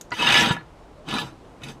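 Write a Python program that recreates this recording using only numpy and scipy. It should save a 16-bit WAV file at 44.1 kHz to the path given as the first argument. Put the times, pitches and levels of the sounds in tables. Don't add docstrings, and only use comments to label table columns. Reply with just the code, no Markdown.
import sys
import numpy as np
from scipy import signal
from scipy.fft import rfft, irfft
from scipy.io import wavfile
from scipy.ndimage import uniform_filter1d

SR = 44100
rng = np.random.default_rng(int(sys.argv[2]) if len(sys.argv) > 2 else 0)


def bounce(signal):
    frames = np.transpose(np.atleast_2d(signal))
    limited = np.clip(frames, -1, 1)
    pcm = np.round(limited * 32767).astype(np.int16)
    wavfile.write(sys.argv[1], SR, pcm)


def elevation(decibels):
    levels = np.asarray(decibels, float)
    return 10 ** (levels / 20)


N = 79380
T = np.arange(N) / SR


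def unit(x):
    return x / np.sqrt(np.mean(x ** 2) + 1e-30)


def mode(x, hz, width):
    r = np.exp(-np.pi * max(width, 2) / SR)
    pole = r * np.exp(2j * np.pi * hz / SR)
    return signal.lfilter([np.sqrt(1 - r * r)], [1, -pole], x).imag


def colour(x, table):
    f = np.fft.rfftfreq(len(x), 1 / SR) + 1
    points = np.array(table)
    gain_db = np.interp(np.log(f), np.log(points[:, 0]), points[:, 1])
    return irfft(rfft(x) * elevation(gain_db), len(x))


def walk(rate):
    k = int(SR / rate)
    values = 2 * np.tanh(.7 * rng.standard_normal(400))
    return uniform_filter1d(np.repeat(values, k), k)[:N]


def burst(s, t60, rise=0.00032):
    d = np.maximum(T - s, 0)
    return (1 - np.exp(-d / rise)) * elevation(-60 * d / t60)


def tail(t60, size=8820):
    x = rng.standard_normal(size) * burst(0, t60)[:size]
    return x / np.linalg.norm(x)


# pitch_hz [Hz], level_db [dB per Hz]
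TRAFFIC_SPECTRUM = [(15, -39.5), (25, 1.5), (82, -5), (137, -7), (354, -8), (988, -14), (1560, -23.5),
                    (9000, -41.5), (14000, -54.5), (16000, -56)]


def traffic():
    level_db, swell_db, flicker_db = -47, .4, .9
    base = rfft(colour(rng.standard_normal(N), TRAFFIC_SPECTRUM))
    swell, out = walk(1.6), 0
    octave = np.log2(np.fft.rfftfreq(N, 1 / SR) / 30 + 1e-9)
    for k in range(11):
        band = irfft(base * np.clip(1 - np.abs(octave - k), 0, 1), N)
        out = out + band * elevation(swell_db * swell + flicker_db * walk(13.88))
    return unit(out) * elevation(level_db)


PIN_START_S = [.0108, .0108, .1055, .108, 1.452, .608, .1185]
# level_db [dB], centre_hz [Hz], width_hz [Hz], t60_s [s]
PIN_TICKS = [(-34, 6550, 1000, 0.037), (-34.5, 6700, 13000, 0.028), (-46.5, 6200, 1690, 0.038),
             (-36, 1700, 690, 0.035), (-51, 3080, 2700, 0.032), (-43, 1700, 2500, 0.045),
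             (-28, 1500, 4000, .06)]


def pin_ticks():
    out = 0
    for s, (db, hz, width, t60) in zip(PIN_START_S, PIN_TICKS):
        rattle = mode(mode(rng.standard_normal(N), hz, width), hz, 2 * width)
        out = out + elevation(db) * burst(s, t60) * unit(rattle)
    return out


# pitch_hz [Hz], level_db [dB], t60_s [s]
KNOCK_MODES = [(980, -9.5, 0.08), (1440, -6.5, 0.069), (1963, -6, 0.06), (2790, -7, 0.014),
               (4180, -15.5, 0.053), (4610, -16.5, 0.058)]


def knock():
    start_s, level_db, push_t60_s = .1185, -21, 0.003
    bounces = ((0, -0.5), (.003, 1), (.007, -1))  # (delay s, dB)
    push = sum(elevation(db) * burst(start_s + s, push_t60_s, 1e-5) for s, db in bounces)
    push = np.diff(push, prepend=0)
    push = signal.sosfilt(signal.butter(3, 5500, fs=SR, output="sos"), push)
    ring = 0
    for hz, db, t60 in KNOCK_MODES:
        t60 = min(t60, .15)
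        ring = ring + elevation(db) * mode(push, hz, 3.4 / t60) * np.sqrt(t60)
    return elevation(level_db) * ring / np.abs(ring).max() * 2


def sing(rows, waver):
    out, d = np.zeros(N + SR), T[:SR // 2]
    for s, db, hz, t60, rise in rows:
        i = int(s * SR)
        own_waver = np.roll(waver, int(7 * hz))[:len(d)]
        envelope = elevation(db - 60 * d / t60 + own_waver) * (1 - np.exp(-d / rise))
        out[i:i + len(d)] += envelope * np.sin(2 * np.pi * hz * (d + s))
    return out[:N]


LOOSE_START_S = [.584, .98, .507, 1.63, 1.24, .353, .326, .372, 1.634, 1.087, 1.14, .43, .545, .266, .225,
                 .119]
# level_db [dB], pitch_hz [Hz], t60_s [s]
LOOSE_RINGS = [(-51, 4220, 0.12), (-41, 610, 0.3), (-10, 165, 0.056), (-32.5, 139.7, 0.36),
               (-32, 131, 0.25), (-35.5, 6000, 0.064), (-28, 6400, 0.07), (-13, 5190, 0.042),
               (-35, 6320, 0.041), (-43, 4900, 0.037), (-30.5, 9250, 0.029), (-22, 180, 0.082),
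               (-29, 160.5, 0.2), (-40, 7200, 0.072), (-19.5, 958, 0.08), (-38, 950, 0.081)]
# start_s [s], level_db [dB], pitch_hz [Hz],
# t60_s [s]
FRAME_CHIMES = [(0.23, -17.5, 3150, .06), (0.22, -14.5, 2970, 0.074), (0.27, -14, 3670, .08),
                (0.269, -11, 2780, .06), (0.26, -19, 5070, 0.066), (.283, -18, 1990, .05),
                (.305, -22, 2950, .05), (0.34, -18.5, 1970, 0.17), (.352, -8.5, 2295, 0.067),
                (0.34, -12, 2900, .07), (.362, -24, 3130, .1), (0.38, -16.5, 1720, .15),
                (0.36, -15, 3400, 0.087), (.486, -37, 7950, 0.12), (0.47, -41, 8200, 0.13),
                (0.42, -48, 12600, 0.28), (.415, -53, 13000, 0.13), (0.45, -56, 11000, 0.1),
                (1.087, -36.5, 8500, 0.041), (1.085, -32, 2930, 0.05), (1.141, -29, 3960, 0.25),
                (1.182, -21.5, 1222, 0.034), (1.634, -28, 2550, 0.037), (1.634, -37.5, 3600, .06),
                (1.635, -42, 3900, .07), (1.636, -48, 11160, 0.051), (1.636, -53, 7620, .06),
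                (.119, -46.5, 170, 0.09), (0.17, -33, 880, 0.15), (0.26, -32.5, 955, 0.28),
                (0.19, -19, 2590, .2), (0.17, -31, 3250, 0.11), (1.667, -37, 2600, .06),
                (1.686, -43, 2620, 0.054), (0.13, -40, 430, 0.12), (1.07, -34, 3100, 0.049),
                (1.206, -30, 850, 0.12), (1.148, -24.5, 238, 0.13), (.407, -23, 5600, 0.057),
                (1.17, -30, 2400, 0.11)]


def chimes():
    rise_s, waver_db = 0.0018, 2.5
    loose = [(s, *row, rise_s * max(1, 10 * row[2])) for s, row in zip(LOOSE_START_S, LOOSE_RINGS)]
    struck = [(*row, rise_s) for row in FRAME_CHIMES]
    return sing(struck + loose, waver_db * walk(70)[:SR // 2])


CONTACT_PER_S = 45


def slips():
    per_s, scatter_db, cap = 4000, 4, .04
    chance, sign, size = rng.random((3, N))
    return unit((chance < per_s / SR) * np.sign(sign - .5) * elevation(-scatter_db * np.log(size + cap)))


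# time_s [s], scrape_db [dB], block_weight_db [dB re scrape],
# grit_bite_db [dB re scrape], favoured_hz [Hz]
FIRST_DRAG = [
    [(0.125, -38, 17, 4, 2420), (0.155, -38.5, -8, 5.5, 3020), (0.2, -25.5, 1.5, 2, 2670),
     (0.232, -24.5, -0.5, 1, 2880), (0.276, -17, -5.5, -7.5, 3000), (0.33, -16, -5, -1, 2850),
     (0.36, -17, -13, -7.5, 2610)],
    [(0.36, -12.5, -10, -1.5, 2910), (0.42, -21, 2, 3, 3020), (0.495, -28.5, 8.5, -1, 3540),
     (0.506, -26, 7, -7, 3070), (0.518, -31.5, 8.5, 8.5, 3120), (0.55, -41.5, 16, 0, 2640),
     (0.58, -46, 3.5, -13, 1980), (0.64, -59.5, 24, -5, 1900)],
]
SECOND_DRAG = [(1.049, -61, 12, 2.7, 2850), (1.082, -42, 17, 2.5, 3050), (1.09, -37, 10, 3.7, 2970),
               (1.141, -33, 11.5, 2, 3570), (1.165, -31, 8.03, 1.7, 3750), (1.188, -35, 7.7, 8.7, 3536),
               (1.23, -40.5, 17.1, 4.7, 3000), (1.27, -49, 11.6, 6.8, 2960), (1.341, -67, 22, 3.9, 2730)]
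THIRD_DRAG = [(1.6, -66.5, 18, 6.1, 2780), (1.63, -48.5, 13, 4, 2600), (1.639, -46, 9.3, 13, 2600),
              (1.655, -49.5, 13.4, 7.4, 2640), (1.695, -44.5, 13.3, 8.8, 3270),
              (1.734, -61, 13, 11.6, 2990), (1.77, -87, 31, 10, 2990)]


def controls():
    out = np.zeros((4, N))
    for points in map(np.array, (*FIRST_DRAG, SECOND_DRAG, THIRD_DRAG)):
        db, weight, bite, hz = (np.interp(T, points[:, 0], points[:, k]) for k in (1, 2, 3, 4))
        during = (T >= points[0, 0]) & (T < points[-1, 0])
        out = np.where(during, [elevation(db), elevation(db + weight), elevation(db + bite), hz], out)
    return out


def lean(hz, lev, weight, favoured):
    leg_hz, leg_share, favour_db, favour_oct = 1500, 0.55, 10, .27
    if hz < leg_hz:
        return lev * (weight / (lev + 1e-12)) ** leg_share
    away_oct = np.log2(hz / (favoured + 1))
    return lev * elevation(favour_db * np.exp(-(away_oct / favour_oct) ** 2))


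# start_s [s], peak_db [dB], brightest_hz [Hz]
FOOT_SNAGS = [(0.1866, -27.5, 3000), (0.1993, -24, 2700), (0.2244, -12, 2490), (0.2674, -13, 3350),
              (0.2889, -9.5, 2738), (0.303, -12.5, 2780), (0.3226, -5.5, 2740), (0.3413, -3.5, 2170),
              (0.354, -4, 2500), (0.371, -10, 1760), (0.3775, -18.5, 2870), (0.4091, -11, 2990),
              (0.4194, -15, 2600), (0.4596, -12.5, 3200), (0.4868, -17, 3320), (0.5102, -13, 1500),
              (0.5653, -22, 1500), (1.074, -40, 2080), (1.0861, -20, 2880), (1.111, -21, 3110),
              (1.139, -19, 3300), (1.1839, -17.5, 2480), (1.2166, -24, 3070), (1.6185, -35, 2300),
              (1.6346, -27.5, 3400), (1.667, -36, 5000), (1.6855, -30, 3700), (1.7017, -34, 3490)]


def snag_kicks():
    level_db, length_s = -16, 0.0026
    hiss = rng.standard_normal(N)
    return np.array([burst(s, 7 * length_s) * elevation(db + level_db) for s, db, _ in FOOT_SNAGS]) * hiss


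SNAG_HZ = np.array(FOOT_SNAGS)[:, 2]
SHEET_T60_S = .085


def thin_modes(hz, count=10):
    t = T[:8820]
    place, phase = rng.random((2, count, 1))
    tones = np.sin(2 * np.pi * (hz * 2 ** (place - .5) * t + phase))
    x = np.sum(tones, 0) * elevation(-60 * t / SHEET_T60_S)
    return x / np.linalg.norm(x) * np.sqrt(hz / SR)


# pitch_hz [Hz], level_db [dB per Hz]
GRIT_SPECTRUM = [(180, -31), (300, -4.5), (959, -1), (1110, -2), (1330, 2), (3550, -5), (4180, -11.5),
                 (5010, -11), (15000, -37)]


def sheet(ctl, kicks):
    contact_db, snag_db, snag_fall_db_oct, top_bite = 4.5, -4, 13, 1.7
    lev, weight, bite, favoured = ctl
    out, ref = 0, np.sqrt(np.mean(colour(slips(), GRIT_SPECTRUM) ** 2))
    half_octave = 2 * np.log2(np.fft.rfftfreq(N, 1 / SR) / 300 + 1e-9)
    for k in range(13):
        hz = 300 * 2 ** (k / 2)
        if k < 8:
            env = lean(hz, lev, weight, favoured)
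        else:
            env = lev * (bite / (lev + 1e-12)) ** (1 if k < 10 else top_bite)
        near = elevation(snag_db - snag_fall_db_oct * np.abs(np.log2(hz / SNAG_HZ)))
        push = env * elevation(contact_db * walk(CONTACT_PER_S)) * slips() + near @ kicks
        if k > 4:
            ring = tail(SHEET_T60_S)
            if k >= 9:
                ring = .5 * ring + thin_modes(hz)
            push = signal.fftconvolve(push, ring)[:N]
        out = out + rfft(push) * np.sqrt(np.clip(1 - np.abs(half_octave - k), 0, 1))
    return colour(irfft(out, N), GRIT_SPECTRUM) / ref


# pitch_hz [Hz], level_db [dB]
RIM_MODES = [(7350, -25.5), (7580, -4), (8250, -9), (8490, -0.5), (9520, -4.5), (10200, -14), (11000, 1),
             (11900, 1), (12600, 0), (13200, -12), (14100, -8), (14900, -9.5)]


def rim(bite):
    level_db, width_hz, fall_db_oct, contact_db = -39, 54, 19.5, 4
    out = 0
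    for hz, db in RIM_MODES:
        push = bite * elevation(contact_db * walk(CONTACT_PER_S / 2)) * rng.standard_normal(N)
        gain = 4 * elevation(level_db + db - fall_db_oct * np.log2(hz / 8000))
        out = out + gain * mode(push, hz, width_hz)
    return out


# pitch_hz [Hz], width_hz [Hz], level_db [dB]
FRAME_MODES = [(844, 140, 4.5), (961, 26, 9), (1405, 130, 3.5), (1714, 21.9, 6.5), (1960, 60, -20),
               (2312, 110, -3), (2587, 64, 2.5), (2780, 57, -6.5), (2990, 81, 2), (3466, 180, -4.5),
               (3667, 46, 5), (3770, 33, -12), (3870, 62, -7)]
# pitch_hz [Hz], width_hz [Hz], level_db [dB]
POST_MODES = [(4797, 120, 4), (4950, 46, -0.5), (5210, 150, -9), (5560, 158, -14), (5860, 38, 6.5),
              (6140, 24, -1.5), (6306, 42, 10), (6110, 96, -17.5), (7460, 48, -24), (8020, 28, -3),
              (9180, 30, -4), (9310, 34, -0.5)]
# pitch_hz [Hz], width_hz [Hz], level_db [dB]
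BLOCK_MODES = [(123.7, 20, -10.5), (175.3, 20.6, -1.5), (232.3, 41.4, 2), (319, 80, -4.5), (446, 80, -11),
               (548, 99, -12.5)]


def drag():
    grit_db, snag_oct, narrow, min_width_hz, foot_hz = -6, 0.82, 0.74, 24, 111.8
    lev, weight, bite, favoured = ctl = controls()
    shared, kicks = slips(), snag_kicks()
    # modes, drive, level dB, contact shift dB, felt by snags
    bodies = ((FRAME_MODES, lev, -2.5, 1, 1), (POST_MODES, bite, -11.5, 1, 1),
              (BLOCK_MODES, weight, -3, 1, 0))
    out = 0
    for table, drive, db, contact_db, snagged in bodies:
        modes = np.array(table)
        norm = np.sqrt(np.sum(elevation(modes[:, 2]) ** 2 * modes[:, 1]) / 100)
        for hz, width, g in table:
            env = lean(hz, lev, weight, favoured) if table is FRAME_MODES else drive
            contact = elevation(contact_db * walk(CONTACT_PER_S))
            two_feet = (shared + np.roll(shared, rng.integers(N))) / 2
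            push = env * contact * two_feet
            near = snagged * elevation(-6 * (np.log2(hz / SNAG_HZ) / snag_oct) ** 2 + 10.5)
            gain = elevation(db + g) * np.sqrt(width / 100) / norm
            out = out + gain * mode(push + 4 * near @ kicks, hz, max(narrow * width, min_width_hz))
    out = out + elevation(grit_db) * sheet(ctl, kicks) + rim(bite)
    return signal.sosfilt(signal.butter(4, foot_hz, "high", fs=SR, output="sos"), out)


def scene():
    echo_db, echo_t60_s, yard_db, yard_t60_s = -11, 0.13, -36, 0.77
    near = drag() + knock() + pin_ticks() + chimes()
    echo = elevation(echo_db) * signal.fftconvolve(near, tail(echo_t60_s))[:N]
    yard = elevation(yard_db) * signal.fftconvolve(near, tail(yard_t60_s, size=44100))[:N]
    return (near + echo + yard + traffic())[None]


def roll_off(x):
    return signal.sosfilt(signal.butter(12, 16360, fs=SR, output="sos"), x)


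def record(dry):
    top_hz = 15100
    mix = signal.sosfilt(signal.ellip(8, .2, 60, top_hz, fs=SR, output="sos"), dry)
    return roll_off(mix)


dry = scene()
out = record(dry)
bounce(out)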